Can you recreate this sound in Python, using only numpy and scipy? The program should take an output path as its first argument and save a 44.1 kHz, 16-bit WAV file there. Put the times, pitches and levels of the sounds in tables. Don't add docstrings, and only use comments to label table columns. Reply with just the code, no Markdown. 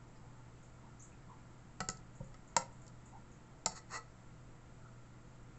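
import sys
import numpy as np
from scipy import signal
from scipy.fft import rfft, irfft
from scipy.io import wavfile

SR = 44100
rng = np.random.default_rng(int(sys.argv[2]) if len(sys.argv) > 2 else 0)


def materialize(psi):
    bounded = np.clip(np.atleast_2d(psi).T, -1, 1)
    quanta = np.round(bounded * 32767).astype(np.int16)
    wavfile.write(sys.argv[1], SR, quanta)


N = 246078
WALL, BOTTOM, RIM = 0, 1, 2


def amp(db):
    return 10 ** (np.asarray(db) / 20)


def unit(x):
    return x / np.sqrt(np.mean(x ** 2) + 1e-20)


def read_curve(points, hz):
    point_hz, value = np.transpose(points)
    return np.interp(np.log(hz + 1), np.log(point_hz + 1), value)


def add(mix, start_s, sound):
    part = mix[round(start_s * SR):][:len(sound)]
    part += sound[:len(part)]


def colour(x, curve):
    gain = amp(read_curve(curve, np.fft.rfftfreq(len(x), 1 / SR)))
    return unit(irfft(rfft(x) * gain, len(x)))


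def white(size):
    return unit(irfft(np.exp(2j * np.pi * rng.random(size // 2 + 1)), size))


def band(pitch_hz, spread_hz, size):
    hz = np.fft.rfftfreq(size, 1 / SR)
    return unit(irfft(rfft(white(size)) / (1 + ((hz - pitch_hz) / spread_hz) ** 4), size))


def fade(t, fade_s, rise_s):
    return (1 - np.exp(-t / rise_s)) * np.exp(-np.log(1000) * t / fade_s)


def room_noise(level_db=-57.5):
    # pitch_hz, relative_db
    air_curve = [(20, 3), (40, -2), (75, -3.5), (103, -12.5), (135, -1.5), (200, -6), (420, -17),
                 (1400, -20), (1550, -23.5), (2000, -24), (2500, -29.5), (3500, -33.5), (5800, -35.5),
                 (7000, -31), (7600, -27), (8000, -39.5), (8600, -55)]
    # pitch_hz, width_hz, level_db
    air_peaks = [(489, 55, -78), (656, 23, -79.5), (743, 16, -86), (874, 8.8, -80.5), (972, 89, -81),
                 (1288, 110, -82), (1383, 37, -79.5)]
    peaks = sum(amp(db) * band(hz, width_hz / 2, N) for hz, width_hz, db in air_peaks)
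    return amp(level_db) * colour(white(N), air_curve) + peaks


def appliance_hum(waver=0.14):
    # pitch_hz, level_db
    hum_tones = [(120, -61.5), (301, -76), (355, -77.5)]
    out, t = np.zeros(N), np.arange(N) / SR
    for hz, db in hum_tones:
        tone = np.sqrt(2) * np.sin(2 * np.pi * (hz * t + rng.random()))
        out += amp(db) * tone * (1 + waver * band(0, 2.3, N))
    return out


def kitchen_echo(x, first_echo_s=.006, echoes_per_s=3000):
    # pitch_hz, fade_s
    echo_fades = [(100, 0.62), (1000, 0.26), (4000, 0.23), (8000, 0.19)]
    echoes = rng.choice([-1., 1.], 2 ** 15) * (rng.random(2 ** 15) < echoes_per_s / SR)
    echoes *= np.arange(len(echoes)) > first_echo_s * SR
    hz, t, spectrum = signal.stft(echoes, SR, nperseg=256)
    decay = np.exp(-np.log(1000) * t / read_curve(echo_fades, hz)[:, None])
    tail = signal.istft(spectrum * decay, SR, nperseg=256)[1]
    return signal.fftconvolve(x, tail / np.linalg.norm(tail))[:N]


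def far_hoots(length_s=.095, spread_hz=140):
    # start_s, level_db, pitch_hz
    hoots = [(.19, -67.5, 796), (.815, -65, 900), (1.274, -59.5, 1000), (3.105, -60, 840),
             (4.821, -65.5, 1360)]
    out, swell = np.zeros(N), signal.windows.tukey(int(length_s * SR), .7)
    for start_s, db, hz in hoots:
        add(out, start_s, amp(db) * band(hz, spread_hz, 2 ** 14)[:len(swell)] * swell)
    return out


def cream_smacks(spread_share=0.088):
    # start_s, level_db, pitch_hz
    smacks = [(.157, -76, 5000), (0.6275, -66.5, 7200), (0.9962, -59, 6500), (1.0212, -56.5, 7260),
              (1.119, -71.5, 2570), (2.152, -67.5, 7170), (2.239, -67.5, 7150), (2.4753, -67.5, 7000),
              (2.725, -70, 7300), (2.818, -68.5, 7160), (3.057, -64.5, 7270), (3.315, -68, 6900)]
    out, t = np.zeros(N), np.arange(2 ** 14) / SR
    for start_s, db, hz in smacks:
        fizz = band(hz, spread_share * hz, len(t))
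        add(out, start_s, amp(db) * fizz * fade(t, fade_s=.26, rise_s=0.00063))
    return out


def table_thud(t):
    # pitch_hz, fade_s, relative_db
    table_tones = [(25.5, 0.18, -12), (136.2, 0.087, -1), (174, 0.15, -11.5)]
    return sum(amp(db) * fade(t, fade_s, rise_s=0.0057) * np.sin(2 * np.pi * hz * t)
               for hz, fade_s, db in table_tones)


def bowl_and_spoon_ring(place, t, treble_db=0, early_boost=0.7, early_fade_s=0.058, rise_cycles=1.5):
    # pitch_hz, fade_s, wall_hit_db, bottom_hit_db, rim_hit_db
    bowl_and_spoon_tones = [(174, .16, -46, -48, -49), (195, .18, -45, -52, -45), (465, .14, -54, -49, -59),
                            (521, .12, -48, -34, -58), (560, .06, -58, -30, -55), (648, .07, -52, -44, -45),
                            (746, .23, -51, -59, -49), (794, .2, -61, -46, -58), (845, .15, -66, -42, -51),
                            (886, .18, -63, -46, -37), (931, .22, -67, -31, -52), (938, .12, -68, -54, -58),
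                            (945, .05, -60, -23, -46), (1265, .16, -54, -52, -47),
                            (1305, .2, -43, -56, -52), (1340, .14, -49, -38, -60),
                            (1394, .21, -56, -44, -59), (1500, .07, -48, -54, -51),
                            (1958, .08, -45, -51, -52), (2053, .17, -63, -43, -64),
                            (4240, .22, -69, -58, -64), (4436, .25, -68, -70, -59),
                            (4640, .24, -68, -70, -55), (5385, .18, -69, -62, -50),
                            (5550, .2, -67, -63, -62), (6340, .15, -72, -59, -54),
                            (6817, .15, -62, -48, -60), (7422, .22, -56, -52, -55),
                            (7458, .22, -59, -50, -54), (7680, .16, -65, -49, -50)]
    top_hz = bowl_and_spoon_tones[-1][0]
    ring = np.zeros(len(t))
    for k, (hz, fade_s, *place_db) in enumerate(bowl_and_spoon_tones):
        gain = (-1) ** k * amp(place_db[place] + treble_db * hz / top_hz)
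        ring += gain * fade(t, fade_s, rise_cycles / hz) * np.sin(2 * np.pi * hz * t)
    return ring * (1 + early_boost * np.exp(-np.log(1000) * t / early_fade_s))


def soft_bump(start_s=2.2035, ring_db=-9.5, thud_db=-30.5, top_hz=475):
    out, t = np.zeros(N), np.arange(2 ** 14) / SR
    keep_lows = signal.butter(4, top_hz, fs=SR, output="sos")
    low_ring = signal.sosfilt(keep_lows, bowl_and_spoon_ring(BOTTOM, t))
    add(out, start_s, amp(ring_db) * low_ring + amp(thud_db) * table_thud(t))
    return out


def spoon_slide(jerks_per_s=4000, uneven_db=3, edge_db=-19, fizz_db=-4, sing_db=-3, sing_lag_s=.015):
    # fastest_s, level_db, rise_s, stop_s, extra_fizz_db
    slips = [(3.722, -60.5, 0.017, .022, 5), (3.771, -55.5, 0.025, 0.031, 6),
             (3.956, -44, 0.054, 0.037, -0.5)]
    # pitch_hz, relative_db
    rasp_curve = [(150, -27), (450, -4.5), (750, 0), (1000, 3), (1300, 4), (1650, -3.5), (1960, 9.5),
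                  (2250, -15), (2650, -3.5), (3300, -41), (5000, -51)]
    # pitch_hz, relative_db
    fizz_curve = [(2500, -37), (3700, -17), (4400, -0.5), (5100, -11.5), (5500, -2), (5950, -13),
                  (6650, 1.5), (7100, -4), (7600, 0), (8000, -12.5), (8600, -43)]
    # pitch_hz, width_hz, relative_db
    singing_tones = [(471, 12, -5.5), (881, 22, -6), (1265, 52, -19), (1308, 42, -3.5), (1958, 35, -6),
                     (4290, 190, -13.5), (5600, 52, -18)]
    t = np.arange(N) / SR
    jerks = (rng.random(N) < jerks_per_s / SR) * rng.choice([-1, 1], N)
    jerks = jerks * amp(uneven_db * rng.uniform(-0.66, 1, N))
    rub_level, fizz_level = np.zeros((2, N))
    for fastest_s, db, rise_s, stop_s, extra_fizz_db in slips:
        progress = (t - fastest_s) / np.where(t < fastest_s, rise_s, stop_s)
        swell = amp(db + edge_db * progress ** 2)
        rub_level += swell
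        fizz_level += amp(fizz_db + extra_fizz_db) * swell
    hold = np.exp(-1 / (sing_lag_s * SR))
    sing_level = amp(sing_db) * signal.lfilter([1 - hold], [1, -hold], rub_level + 1e-18)
    singing = sum(amp(db) * band(hz, width_hz / 2, N) for hz, width_hz, db in singing_tones)
    scrape = rub_level * colour(jerks, rasp_curve) + fizz_level * colour(jerks, fizz_curve)
    return scrape + sing_level * singing


def spoon_knocks(thud_db=-33.5, rattle_db=-18, ring_growth=1.15):
    # start_s, place, force_db, hardness_db (high for bare steel, low through cream)
    knocks = [(1.8040, WALL, 1, -0.5), (1.8875, WALL, -4, 5), (1.8990, WALL, -24.5, 20.5),
              (1.917, WALL, -25, 8), (1.9712, WALL, -35.5, 17), (2.3420, WALL, -19, -3),
              (2.5652, BOTTOM, 0, 4), (2.6190, BOTTOM, -22, -4), (2.8660, WALL, -37, 13),
              (2.8783, WALL, -36.5, 18), (3.6598, RIM, -2, 5)]
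    # clack_db, tick_db, treble_db
    places = [(-33.5, -33, -4.5), (-27, -23, -14), (-27.5, -27, -2)]
    # pitch_hz, relative_db
    clack_curve = [(120, -24), (300, -6), (450, -0.5), (650, -1), (930, 2.5), (1120, -9), (1380, 2),
                   (1720, -16), (1980, 4.5), (2250, -12.5), (2750, -9.5), (3400, -18), (6000, -45)]
    # pitch_hz, relative_db
    tick_curve = [(1500, -39), (2900, -17), (3500, -26), (4000, -8.5), (4400, -3), (5100, -5.5), (5500, -3),
                  (6000, -9), (6500, -3), (7000, 0.5), (7500, 5.5), (7900, -13), (8400, -27.5),
                  (9200, -45.5)]
    out, t = np.zeros(N), np.arange(2 ** 14) / SR
    rattle = amp(rattle_db) * fade(t, fade_s=0.062, rise_s=.002)
    for start_s, place, force_db, hardness_db in knocks:
        clack_db, tick_db, treble_db = places[place]
        clack = colour(white(len(t)), clack_curve) * fade(t, fade_s=0.037, rise_s=0.00057)
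        tick = colour(white(len(t)), tick_curve) * (fade(t, fade_s=0.02, rise_s=0.00042) + rattle)
        contact = amp(clack_db) * clack + amp(tick_db + hardness_db) * tick + amp(thud_db) * table_thud(t)
        ring = amp(ring_growth * force_db) * bowl_and_spoon_ring(place, t, treble_db + hardness_db)
        add(out, start_s, ring + amp(force_db) * contact)
    return out


def scene(echo_db=-13):
    sounds = spoon_knocks() + soft_bump() + spoon_slide() + cream_smacks() + far_hoots()
    return (sounds + amp(echo_db) * kitchen_echo(sounds) + appliance_hum() + room_noise())[None]


def record(dry):
    treble_cut = signal.firwin(255, 8700, window=("kaiser", 8), fs=SR)
    return signal.oaconvolve(dry, treble_cut[None], "same")


dry = scene()
out = record(dry)
materialize(out)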